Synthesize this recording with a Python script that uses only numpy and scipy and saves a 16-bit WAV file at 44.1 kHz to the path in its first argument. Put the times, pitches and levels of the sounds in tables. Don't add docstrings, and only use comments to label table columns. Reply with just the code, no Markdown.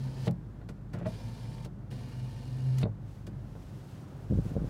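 import sys
import numpy as np
from scipy import signal
from scipy.fft import rfft, irfft
from scipy.io import wavfile
from scipy.ndimage import uniform_filter1d

SR = 44100
rng = np.random.default_rng(int(sys.argv[2]) if len(sys.argv) > 2 else 0)


def to_wav(s):
    ch = np.atleast_2d(s).T
    pcm = np.round(np.clip(ch, -1, 1) * 32767)
    wavfile.write(sys.argv[1], SR, pcm.astype(np.int16))


N = 207132
T = np.arange(N) / SR
HIT_T = T[:SR // 2]

# hz, level_db
CRACK_COLOUR = [(500, 13), (1000, 6), (1500, -2.5), (2000, 5.5), (2900, 1.5), (3500, -0.5), (4300, 3),
                (5500, -39), (7500, -43), (11000, -43), (15500, -60)]


def undb(db):
    return 10 ** (np.asarray(db) / 20)


def curve(rows):
    s, value = np.transpose(rows)
    return np.interp(T, s, value)


def noise(points, size=N):
    hz, db = np.transpose(points)
    f = np.maximum(np.arange(size // 2 + 1) * SR / size, 1)
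    gain = undb(np.interp(np.log(f), np.log(hz), db))
    gain *= np.minimum(f / hz[0], 1) ** 3
    gain *= np.minimum(hz[-1] / f, 1) ** 3
    x = irfft(rfft(rng.standard_normal(size)) * gain, size)
    return x / x.std()


def walk(rate):
    k = max(int(SR / rate), 2)
    steps = np.repeat(rng.standard_normal(N // k + 1), k)[:N]
    x = uniform_filter1d(uniform_filter1d(steps, k), k)
    return x / x.std()


def tone(hz):
    return np.sqrt(2) * np.sin(2 * np.pi * np.cumsum(hz) / SR)


def swell(t, rise, t60):
    return np.clip(t / rise, 0, 1) * np.exp(-np.log(1000) * np.maximum(t - rise, 0) / t60)


def burst(points, rise, t60):
    return swell(HIT_T, rise, t60) * noise(points, size=len(HIT_T))


def ring(modes, contact_hz):
    out = np.zeros(len(HIT_T))
    for hz, db, t60 in modes:
        decay = undb(db - 60 * HIT_T / t60)
        out += decay * np.sin(2 * np.pi * hz * HIT_T) / np.hypot(1, (hz / contact_hz) ** 2)
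    return out


def roll_off(x, hz, kind, order=2):
    return signal.sosfilt(signal.butter(order, min(hz, SR / 2 - 1), kind, fs=SR, output="sos"), x)


def add(out, s, x):
    i = int(s * SR)
    out[i:i + len(x)] += x[:N - i]


def cab(x, wet_db, t60):
    tail = burst([(300, 16.5), (2000, -3.5), (15000, -8.5)], rise=0.0011, t60=t60)
    wet = signal.fftconvolve(x, tail / np.sqrt(np.sum(tail ** 2)))[:N]
    return (x + undb(wet_db) * wet) / np.hypot(1, undb(wet_db))


def idle():
    # multiple of the firing rate, level_db
    engine_tones = [(0.5, -63), (0.748, -54), (0.999, -45), (1.499, -88), (2, -48), (2.5, -51.5), (3, -54),
                    (4, -56.5)]
    # s, gain_db
    boom = [(3.6, -4), (3.8, -12), (4.1, -17), (4.3, 3)]
    # hz, level_db
    cabin_colour = [(35, -27), (60, -12.5), (76, -9.5), (135, -1), (156, -8), (192, -9), (231, -15.5),
                    (305, -14.5), (327, -20.5), (368, -19), (453, -28), (497, -26), (1630, -38.5),
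                    (2310, -47.5), (15500, -66)]
    firing_hz = 51.07 * (1 + 0.00328 * walk(4.115))
    engine = sum(undb(db + k * walk(9)) * tone(k * firing_hz) for k, db in engine_tones)
    cabin = undb(-45 + 0.5 * walk(8.3)) * noise(cabin_colour)
    return undb(curve(boom)) * engine + cabin


def motor(hum_hz, hum_db, whine_hz, whine_gain):
    hum_hz = hum_hz * (1 + 0.00775 * walk(25.35))
    hum = undb(hum_db + 1.2 * walk(13)) * (tone(hum_hz) + undb(-33.0) * tone(3 * hum_hz))
    octave = undb(-58 + 2 * walk(11.0)) * tone(2 * hum_hz)
    whine_hz = whine_hz * (1 + 0.00292 * walk(39.9) + 0.00398 * walk(7))
    whine = whine_gain * undb(2 * walk(16)) * (tone(whine_hz) + undb(-12) * tone(2 * whine_hz))
    return hum + octave + whine


def pane(friction_db, rumble_db=7.5):
    # hz, level_db
    felt_colour = [(900, -9), (1300, -17.5), (1750, -11), (2000, -14.5), (2900, -11.5), (3500, -14),
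                   (4100, -11), (4900, -12), (6200, -17.5), (7200, -20), (9900, -21), (11000, -25),
                   (15500, -30.5)]
    # hz, level_db
    channel_colour = [(150, -8.5), (240, 2.5), (300, -26.5), (480, -9), (600, -18), (800, -21.5),
                      (1100, -60)]
    grit_per_s, grit_db = 70, -10
    grip_db = 0.27 * walk(60) + 2 * walk(900)
    felt = cab(undb(friction_db + grip_db) * noise(felt_colour), wet_db=0, t60=0.094)
    rumble = undb(friction_db + rumble_db + walk(30.36)) * noise(channel_colour)
    specks = (rng.random(N) < grit_per_s / SR) * rng.standard_normal(N)
    grit = signal.fftconvolve(specks, burst(CRACK_COLOUR, rise=0.0024, t60=.025))[:N]
    return felt + rumble + undb(friction_db + grit_db) * grit / grit.std()


def drive():
    # start_s, stop_s, coast_s, first_hum_hz, last_hum_hz, friction_db,
    # bind_db (friction change at the stop), whine_db, whine_build_s
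    runs = [(-.1, 0.278, 0.015, 133.3, 130.2, -60, 10.5, -65, 0.53),
            (1.059, 1.663, 0.019, 111.3, 119.9, -59.5, -2.5, -62, 0.29),
            (1.902, 2.83, 0.012, 122.9, 131.1, -60.5, 7, -66, 0.11)]
    # s, level_db
    hum_levels = [
        [(0, -38.5), (.09, -34), (.158, -51), (.19, -36), (.25, -36.5)],
        [(1.11, -38.5), (1.196, -57), (1.254, -35), (1.38, -53), (1.454, -34), (1.532, -48.5), (1.65, -44)],
        [(1.92, -41.5), (2.096, -42), (2.21, -35.5), (2.35, -47.5), (2.62, -32), (2.68, -27.5), (2.82, -27)],
    ]
    breakaway_db, breakaway_s, bind_s = 3.5, 0.074, 0.074
    whine_start_hz, whine_sag_hz_per_s, whine_t60_s = 899, 11.25, 11
    out = np.zeros(N)
    for run, hum_level in zip(runs, hum_levels):
        start, stop, coast, first_hz, last_hz, friction_db, bind_db, whine_db, build = run
        since, left = np.maximum(T - start, 0), np.maximum(stop - T, 0)
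        coasting = np.exp(-np.maximum(T - stop, 0) * 2 / coast)
        running = np.minimum(since / 0.0091, 1) * coasting
        hum_hz = np.interp(T, [start, stop], [first_hz, last_hz])
        whine_hz = whine_start_hz - whine_sag_hz_per_s * since
        whine_gain = undb(whine_db) * swell(since, build, whine_t60_s) * np.minimum(since / build, 1)
        drag_db = friction_db + breakaway_db * np.exp(-since / breakaway_s)
        drag_db += bind_db * np.exp(-left / bind_s)
        out += running * (motor(hum_hz, curve(hum_level), whine_hz, whine_gain) + pane(drag_db))
    return out


def seal():
    # peak_s, level_db, t60_s
    slip_times = [(.086, -51.5, 0.031), (0.176, -50, 0.052), (0.946, -47.5, 0.44), (1.003, -54, 0.15),
                  (1.065, -44.5, 0.046)]
    # hz, level_db
    rubber_colour = [(150, 5), (300, -1), (700, -1.5), (1000, -8), (1400, -8), (2200, -13), (5000, -30.5),
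                     (12000, -44)]
    rise_s = 0.022
    slips = sum(undb(db) * swell(T - s + rise_s, rise_s, t60) for s, db, t60 in slip_times)
    drag = slips * undb(1.8 * walk(150)) * noise(rubber_colour)
    squeak_at_s, squeak_length_s, squeak_db = 1.057, 0.032, -38
    squeak_start_hz, glide_hz_per_s = 620, 1200
    age = np.clip(T - squeak_at_s, 0, squeak_length_s)
    hz = (squeak_start_hz + glide_hz_per_s * age) * (1 + .02 * walk(200))
    arch = np.sqrt(np.abs(np.sin(np.pi * age / squeak_length_s)))
    return drag + undb(squeak_db) * arch * tone(hz)


def blow(contact_hz, favoured_hz, accent_db=6, accent_octaves=0.34, trim_db=-7):
    # hz, level_db, t60_s
    frame_modes = [(108.1, -4.5, 0.57), (128.8, 7, 0.15), (173.9, 0, 0.22), (207.2, 0, 0.15),
                   (268, -12, 0.11), (326, -5, 0.073), (428, 1, 0.039), (437, -17, 0.081),
                   (552, -22, 0.076), (587, -7.5, 0.048), (748, -20, 0.03), (990, -32, 0.051),
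                   (1028, -57, 0.028), (1424, -11, 0.032), (1930, -16, 0.075), (2370, -39, 0.049),
                   (2700, -37, .06), (4000, -34, 0.081)]
    # hz, level_db
    trim_colour = [(80, -25), (200, 3.5), (450, -15), (800, -6), (1200, -14)]
    modes = []
    for hz, db, t60 in frame_modes:
        octaves_away = np.log2(hz / favoured_hz)
        modes.append((hz, db + accent_db * np.exp(-(octaves_away / accent_octaves) ** 2), t60))
    trim = roll_off(burst(trim_colour, rise=0.01, t60=0.097), 1.04 * contact_hz, "low")
    return roll_off(ring(modes, contact_hz) + undb(trim_db) * trim, 2.03 * contact_hz, "low")


def crack(favoured_hz):
    guide_multiple, guide_q, guide_db = 3.74, 4.4, 3
    snap = burst(CRACK_COLOUR, rise=0.002, t60=0.025)
    peak = signal.iirpeak(min(guide_multiple * favoured_hz, SR / 2 - 1), guide_q, fs=SR)
    return snap + undb(guide_db) * signal.lfilter(*peak, snap)


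def knocks():
    # s, tap_db, favoured_hz (set by the place struck), thud_db, crack_db
    knock_times = [(0.2711, -33.5, 436, -31, -47), (0.2774, -29.5, 706, -41, -36.5),
                   (0.6147, -47.5, 1400, -58, -65.5), (.690, -42, 1370, -44, -50.5),
                   (0.9377, -42, 1470, -38, -57), (1.013, -39.5, 600, -40, -74),
                   (1.0575, -36, 1890, -35, -53), (1.660, -44.5, 620, -51, -59),
                   (1.925, -57, 500, -47.5, -57), (2.8299, -31.5, 1030, -29, -36.5),
                   (2.8484, -43, 1020, -42, -56.5), (2.8562, -32.5, 520, -39.5, -75),
                   (3.276, -45.5, 320, -48, -77), (3.553, -44.5, 840, -49, -70)]
    thud_lag_s, thud_contact_hz, thud_pitch_hz = 0.00507, 207, 186
    low_edge, high_edge = 0.43, 1.4
    out = np.zeros(N)
    for s, tap_db, favoured_hz, thud_db, crack_db in knock_times:
        tap = blow(high_edge * favoured_hz, favoured_hz)
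        tap = roll_off(tap, low_edge * favoured_hz, "high", order=1)
        add(out, s, undb(tap_db) * tap + undb(crack_db) * crack(favoured_hz))
        add(out, s + thud_lag_s, undb(thud_db) * blow(thud_contact_hz, thud_pitch_hz))
    return roll_off(out, 86, "high")


def switch_and_relay():
    # s, level_db, t60_s
    click_times = [(0.2777, -33.5, 0.0093), (0.3102, -39.5, 0.013), (.686, -51, .07), (0.93, -52, .09),
                   (.985, -56, 0.04), (1.646, -46.5, 0.046), (1.91, -52, 0.052), (2.782, -38.5, .04),
                   (2.812, -51, .075), (3.265, -49, .059)]
    # hz, level_db
    click_colour = [(400, -22), (1400, 10.5), (2200, 6), (3700, 0), (4600, 1.5), (5800, -2), (7500, -3),
                    (10000, -7.5), (13000, -13), (15500, -16)]
    rise_share, knee_cycles = 0.071, 136
    out = np.zeros(N)
    for s, db, t60 in click_times:
        click = burst(click_colour, rise_share * t60, t60)
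        add(out, s, undb(db) * roll_off(click, knee_cycles / t60, "high", order=1))
    return out


def sleeve():
    # s, level_db
    arm = [(2.98, -84), (3.12, -67.5), (3.3, -76.5), (3.6, -69), (3.94, -65), (4.14, -71), (4.49, -62),
           (4.58, -70), (4.69, -64.5)]
    # hz, level_db
    cloth_colour = [(1060, -39), (1800, -3.5), (2400, -3.5), (2820, -3.5), (3700, -6), (5650, -7),
                    (7020, -9.5), (15500, -17)]
    return undb(curve(arm) + 0.81 * walk(82)) * noise(cloth_colour)


def vent():
    # hz, level_db
    air_colour = [(100, -35), (250, 3), (500, 0), (800, -4.5), (1100, -10), (1500, -10.5), (2200, -24),
                  (4000, -29.5)]
    turn_at_s, start_db, db_per_s = 3.225, -65, 9
    turned = np.maximum(T - turn_at_s, 0)
    return np.minimum(turned / .05, 1) * undb(start_db + db_per_s * turned) * noise(air_colour)


def bump(contact_hz):
    # hz, level_db, t60_s
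    case_modes = [(67, -5, 0.26), (107, 2, 0.037), (173, 7.5, 0.068), (284, -2, 0.044), (350, -34, 0.019),
                  (450, 1.5, 0.027), (512, 0, 0.027)]
    finger_damp_t60_s = 0.097
    wobble_hz, wobble_db, wobble_t60_s = 68, 0.5, 0.08
    case = ring(case_modes, contact_hz) * undb(-60 * HIT_T / finger_damp_t60_s)
    wobble = ring([(wobble_hz, wobble_db, wobble_t60_s)], contact_hz)
    return roll_off(case + wobble, 380 + 0.32 * contact_hz, "low", order=4)


def finger_bumps():
    # s, level_db, contact_hz (cut-off, before the share of each stage)
    bump_times = [(4.308, -25.5, 290), (4.3226, -25, 575), (4.353, -28, 280), (4.373, -26, 200),
                  (4.387, -26, 536), (4.454, -36, 525), (4.463, -29, 180), (4.516, -32.5, 430),
                  (4.565, -29, 1420), (4.584, -25, 130), (4.617, -31, 430), (4.6429, -32.5, 676),
                  (4.671, -42, 326)]
    # nominal lag_s, level_db, share of the contact cut-off
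    finger_stages = [(-.009, -6, 0.5), (0, 1, 0.66), (.008, -1, .4)]
    out = np.zeros(N)
    for s, db, contact_hz in bump_times:
        for lag, stage_db, share in finger_stages:
            uneven_lag = lag * (1 + 0.14 * rng.standard_normal())
            add(out, s + uneven_lag, undb(db + stage_db) * bump(share * contact_hz))
    return out


def scene():
    window = drive() + cab(knocks() + seal(), wet_db=-13.5, t60=0.1)
    clicks = cab(switch_and_relay(), wet_db=-9.5, t60=0.074)
    handling = sleeve() + vent() + finger_bumps()
    return (window + clicks + idle() + handling)[None]


def record(dry):
    bass_cut = roll_off(dry, 43, "high", order=3)
    top_cut = signal.ellip(10, .2, 80, 15800, fs=SR, output="sos")
    return signal.sosfilt(top_cut, bass_cut)


dry = scene()
out = record(dry)
to_wav(out)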